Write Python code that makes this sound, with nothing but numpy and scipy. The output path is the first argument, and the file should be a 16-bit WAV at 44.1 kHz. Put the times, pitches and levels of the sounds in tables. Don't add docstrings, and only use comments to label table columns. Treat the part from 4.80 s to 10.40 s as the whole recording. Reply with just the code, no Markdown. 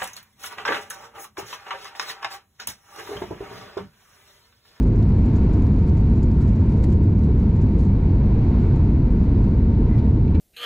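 import sys
import numpy as np
from scipy.fft import rfft, irfft, next_fast_len
from scipy.io import wavfile
from scipy.ndimage import uniform_filter1d, minimum_filter1d, map_coordinates

SR = 44100
rng = np.random.default_rng(int(sys.argv[2]) if len(sys.argv) > 2 else 0)


def to_wav(s):
    ch = np.atleast_2d(s).T
    pcm = np.round(np.clip(ch, -1, 1) * 32767)
    wavfile.write(sys.argv[1], SR, pcm.astype(np.int16))


N = 246959
TIME = np.arange(N) / SR
ATTACK_S = 0.000099


def amp(db):
    return 10 ** (np.asarray(db) / 20)


def unit(x):
    return x / np.sqrt(np.mean(x ** 2) + 1e-20)


def along(points, hz):
    f, values = np.transpose(points)
    return np.interp(np.log(hz + 1), np.log(f + 1), values)


def wobble(rate):
    knots = rng.standard_normal(int(N * rate / SR) + 4)
    return map_coordinates(knots, [np.arange(N) * rate / SR])


def swell(centre_s, half_s):
    return np.exp(-.5 * ((TIME - centre_s) / half_s) ** 2)


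def filtered(x, response):
    size = next_fast_len(N + SR // 2)
    return irfft(rfft(x, size) * response(np.fft.rfftfreq(size, 1 / SR)), size)[..., :N]


def steady(x, span_s):
    power = uniform_filter1d(np.mean(x ** 2, axis=0), max(int(span_s * SR), 1))
    return x / np.sqrt(np.abs(power) + 1e-6)


def stereo(mid, side, width=1):
    return np.array([mid + width * side, mid - width * side])


# f/Hz, left-right correlation
CABIN_IMAGE = [(150, .9995), (280, .998), (480, 0.96), (700, .88), (950, 0.85), (1250, .75), (1900, .72),
               (2300, .76), (2950, .33), (3900, 0.54), (5400, .48), (7200, 0.55), (12000, .35)]
def diffuse(response):
    def mid_side_eq(hz):
        spread = np.arccos(np.clip(along(CABIN_IMAGE, hz), 0, 1)) / 2
        return response(hz) * [np.cos(spread), np.sin(spread)]
    mid, side = filtered(rng.standard_normal((2, N)), mid_side_eq)
    return unit(stereo(mid, side))


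def rush(spectrum):
    return diffuse(lambda hz: amp(along(spectrum, hz)))


def band(centre_hz, width_hz):
    return diffuse(lambda hz: 1 / (1 + ((hz - centre_hz) / width_hz) ** 2))


# f/Hz, level/dB
RUMBLE_EQ = [(8, -20.5), (20, -9), (32, -8.5), (41, -5), (48, 2), (58, .3), (78, -.8), (98, -1.8),
             (108, -2.5), (118, -9), (150, -17), (220, -42), (400, -100)]
# f/Hz, level/dB
DRONE_EQ = [(70, -35.5), (110, -5.5), (135, 2.5), (166, -2.5), (195, 0.15), (218, -1.72), (260, -5.5),
            (300, -9.5), (350, -11.5), (400, -17), (475, -22), (620, -34), (1200, -95.5)]
# f/Hz, half width/Hz, level/dB
HUM_BANDS = [(88.1, 2.5, -29), (425, 11, -45), (447, 1.8, -51), (509.6, 4.8, -51), (1075, 9.8, -70.5),
             (2320, 22, -72.5)]
def engines(rumble_db=-15.5, drone_db=-20.0):
    rumble = amp(rumble_db) * steady(rush(RUMBLE_EQ), span_s=0.14)
    drone = amp(drone_db) * steady(rush(DRONE_EQ), span_s=.2)
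    hums = sum(amp(db) * steady(band(hz, width), span_s=0.23) for hz, width, db in HUM_BANDS)
    return rumble + drone + hums


def whine(pitch_hz=917, drift_hz=1.2, level_db=-54.0, waver_db=0.9):
    phase = 2 * np.pi * np.cumsum(pitch_hz + drift_hz * wobble(5.6)) / SR
    waver = np.array([wobble(11), wobble(5.5)])
    return amp(level_db + waver_db * waver) * unit(np.sin(phase))


# f/Hz, level/dB
AIR_EQ = [(300, -46.5), (480, -8.5), (690, 0.14), (810, -5), (930, -1.5), (1040, -5.5), (1200, -12),
          (1450, -12.3), (1750, -17), (2200, -16), (2900, -23), (3450, -28), (3950, -24), (4450, -26.5),
          (5100, -33), (7200, -38.5), (8400, -50), (11500, -52.5), (14000, -65.5)]
def airflow(level_db=-44.5, flutter_db=1.15):
    return amp(level_db + flutter_db * wobble(3.1)) * rush(AIR_EQ)


WRAPPER_WIDTH = .38
# f/Hz, level/dB
PLASTIC_EQ = [(900, -18.5), (1500, 1), (2300, -1), (3300, -3), (4500, 1.5), (5800, -1.5), (7000, -1),
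              (8200, -7.5), (9400, -15), (11000, -11.5), (12500, -14.5), (14500, -36.5)]
# start t/s, end t/s, level/dB
HANDLING_CUES = [(0.035, 1.5, -71.5), (1.565, 2.13, -69), (2.222, 3.08, -74.5), (3.752, 5.578, -78.5)]
# t/s, level/dB, half length/s
RUB_CUES = [(0.41, -67, .016), (0.575, -66, .02), (0.745, -65, .016), (0.97, -70, .012), (1.09, -65, .016),
            (1.37, -66, .016), (1.615, -64, .012), (1.915, -64, .016), (1.985, -65, .012),
            (2.035, -62, .012), (2.112, -65, .012), (2.435, -69, .02), (2.605, -69, .024),
            (2.995, -65.5, .015), (3.06, -68, .018), (3.83, -71, .045), (4.43, -72, .025),
            (4.61, -69.5, .02), (5.11, -67.5, .018)]
def wrapper(spiky_db=4.5, clump_db=3.0, fidget_db=1.5, flex_db=-73, grip_s=.04, let_go_s=0.043):
    handling = np.zeros(N)
    for start, end, db in HANDLING_CUES:
        fade_in = np.clip((TIME - start) / grip_s + 1, 0, 1)
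        fade_out = np.exp(-np.maximum(TIME - end, 0) / let_go_s)
        handling += amp(db) * fade_in * fade_out
    handling *= amp(fidget_db * wobble(16))
    flexing = amp(flex_db) * sum(swell(s, half_s=.018) for s, *_ in CRINKLE_CUES)
    rubbing = sum(amp(db) * swell(s, half_s) for s, db, half_s in RUB_CUES)
    envelope = np.sqrt(handling ** 2 + flexing ** 2 + rubbing ** 2) * amp(clump_db * wobble(90))
    creases = unit(amp(spiky_db * wobble(1200))) * rng.standard_normal((2, N))
    mid, side = unit(filtered(creases, lambda hz: amp(along(PLASTIC_EQ, hz))))
    return envelope * stereo(mid, side, WRAPPER_WIDTH)


# t/s, level/dB, ring f/Hz, t60/s
CRINKLE_CUES = [(0.028, -49, 7000, .05), (0.0715, -52, 7000, 0.04), (0.158, -57, 6460, .06),
                (0.225, -49.5, 4000, .07), (0.289, -53, 11800, .05), (0.458, -51, 7200, .06),
                (0.5582, -49, 6600, 0.09), (0.629, -52, 11500, .04), (0.725, -56, 5000, .04),
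                (0.8218, -50, 6960, 0.042), (0.8668, -51.5, 11600, .08), (0.9595, -55, 6400, 0.07),
                (1.076, -56.5, 11000, .08), (1.173, -49, 7400, .03), (1.2035, -55, 7400, .03),
                (1.43, -45, 7000, .055), (1.5135, -50.5, 11500, .04), (1.6075, -53, 6000, .06),
                (1.675, -51, 7000, 0.043), (1.6872, -50, 6500, .04), (1.76, -55, 6500, .04),
                (1.792, -55, 7100, .04), (2.039, -40, 7500, 0.036), (2.0415, -44, 10800, .03),
                (2.118, -53, 6000, .04), (2.1245, -48.5, 7600, 0.06), (2.2378, -55, 7000, .05),
                (2.44, -56, 7400, .06), (2.765, -55, 7000, .04), (2.8145, -51, 6500, 0.054),
                (3.0083, -52, 10800, 0.069), (3.05, -51.5, 7040, 0.031), (3.959, -50, 7000, 0.055),
                (4.6404, -54, 7200, .04)]
def crinkles(crest_db=6.0, spiky_db=4.5, ring_db=7.5, ring_octaves=.18, size=8192):
    out = np.zeros((2, N + size))
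    age, hz = np.arange(size) / SR, np.fft.rfftfreq(size, 1 / SR)
    for s, db, ring_hz, t60 in CRINKLE_CUES:
        boost_db = ring_db * np.exp(-.5 * (np.log2((hz + 1) / ring_hz) / ring_octaves) ** 2)
        cracks = rng.standard_normal((2, size)) * amp(spiky_db * rng.standard_normal(size))
        mid, side = unit(irfft(rfft(cracks) * amp(along(PLASTIC_EQ, hz) + boost_db)))
        snap = amp(db - crest_db - 60 * age / t60) * (1 - np.exp(-age / ATTACK_S))
        out[:, round(s * SR):][:, :size] += snap * stereo(mid, side, WRAPPER_WIDTH)
    return out[:, :N]


# t/s, level/dB, f/Hz, half width/Hz, half length/s
SWELL_CUES = [(1.61, -52, 1300, 400, .025), (1.68, -59.5, 1800, 900, .17), (1.84, -57, 1600, 200, .03),
              (2.046, -50.5, 2100, 1000, .009), (2.126, -57, 2800, 1000, .008),
              (5.125, -52, 1960, 150, .035), (5.19, -57.5, 4300, 1400, .009),
              (5.555, -51.5, 2400, 800, .009)]
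def scuffs_and_body():
    return sum(amp(db) * swell(s, half_s) * band(hz, width) for s, db, hz, width, half_s in SWELL_CUES)


# t/s, level/dB
CLACK_CUES = [(5.186, -60), (5.478, -52), (5.546, -53), (5.5505, -44.5), (5.561, -54)]
# f/Hz, level/dB, t60/s
PANEL_MODES = [(1475, -1, .04), (1793, -4, .04), (2320, 1.5, .06), (2650, -3, .03), (3500, -6.5, .03),
               (4091, -6, .04), (5150, -14, .025), (6700, -15, .025)]
def clacks(scatter_db=1.5, size=8192):
    out, age = np.zeros((2, N + size)), np.arange(size) / SR
    attack = 1 - np.exp(-age / ATTACK_S)
    for s, db in CLACK_CUES:
        for hz, mode_db, t60 in PANEL_MODES:
            level_db = db + mode_db + scatter_db * rng.standard_normal((2, 1))
            phase = 2 * np.pi * (hz * age + rng.random())
            out[:, round(s * SR):][:, :size] += amp(level_db - 60 * age / t60) * np.sin(phase) * attack
    return out[:, :N]


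# f/Hz, left minus right level/dB
CABIN_PAN = [(60, 0.03), (120, -0.46), (250, 0.23), (400, 1), (700, 2), (1300, 1.5), (2400, 1.5),
             (4400, 0.5), (8000, 2.9), (13000, 2)]
def scene():
    cabin = engines() + whine() + airflow() + wrapper() + crinkles() + clacks() + scuffs_and_body()
    return filtered(cabin, lambda hz: amp(np.array([[.5], [-.5]]) * along(CABIN_PAN, hz)))


def record(dry, ceiling=0.39, knee=6, smooth_s=0.0037, split_hz=260, top_hz=15700, rolloff_hz=2000):
    bass = filtered(dry, lambda hz: 1 / (1 + (hz / split_hz) ** 4))
    target_gain = (1 + (np.abs(bass).max(axis=0) / ceiling) ** knee) ** (-1 / knee)
    size = int(smooth_s * SR)
    held_gain = minimum_filter1d(target_gain, 2 * size)
    gain = uniform_filter1d(uniform_filter1d(held_gain, size), size)
    limited = dry + (gain - 1) * bass
    return filtered(limited, lambda hz: np.clip((top_hz - hz) / rolloff_hz, 0, 1))


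dry = scene()
out = record(dry)
to_wav(out)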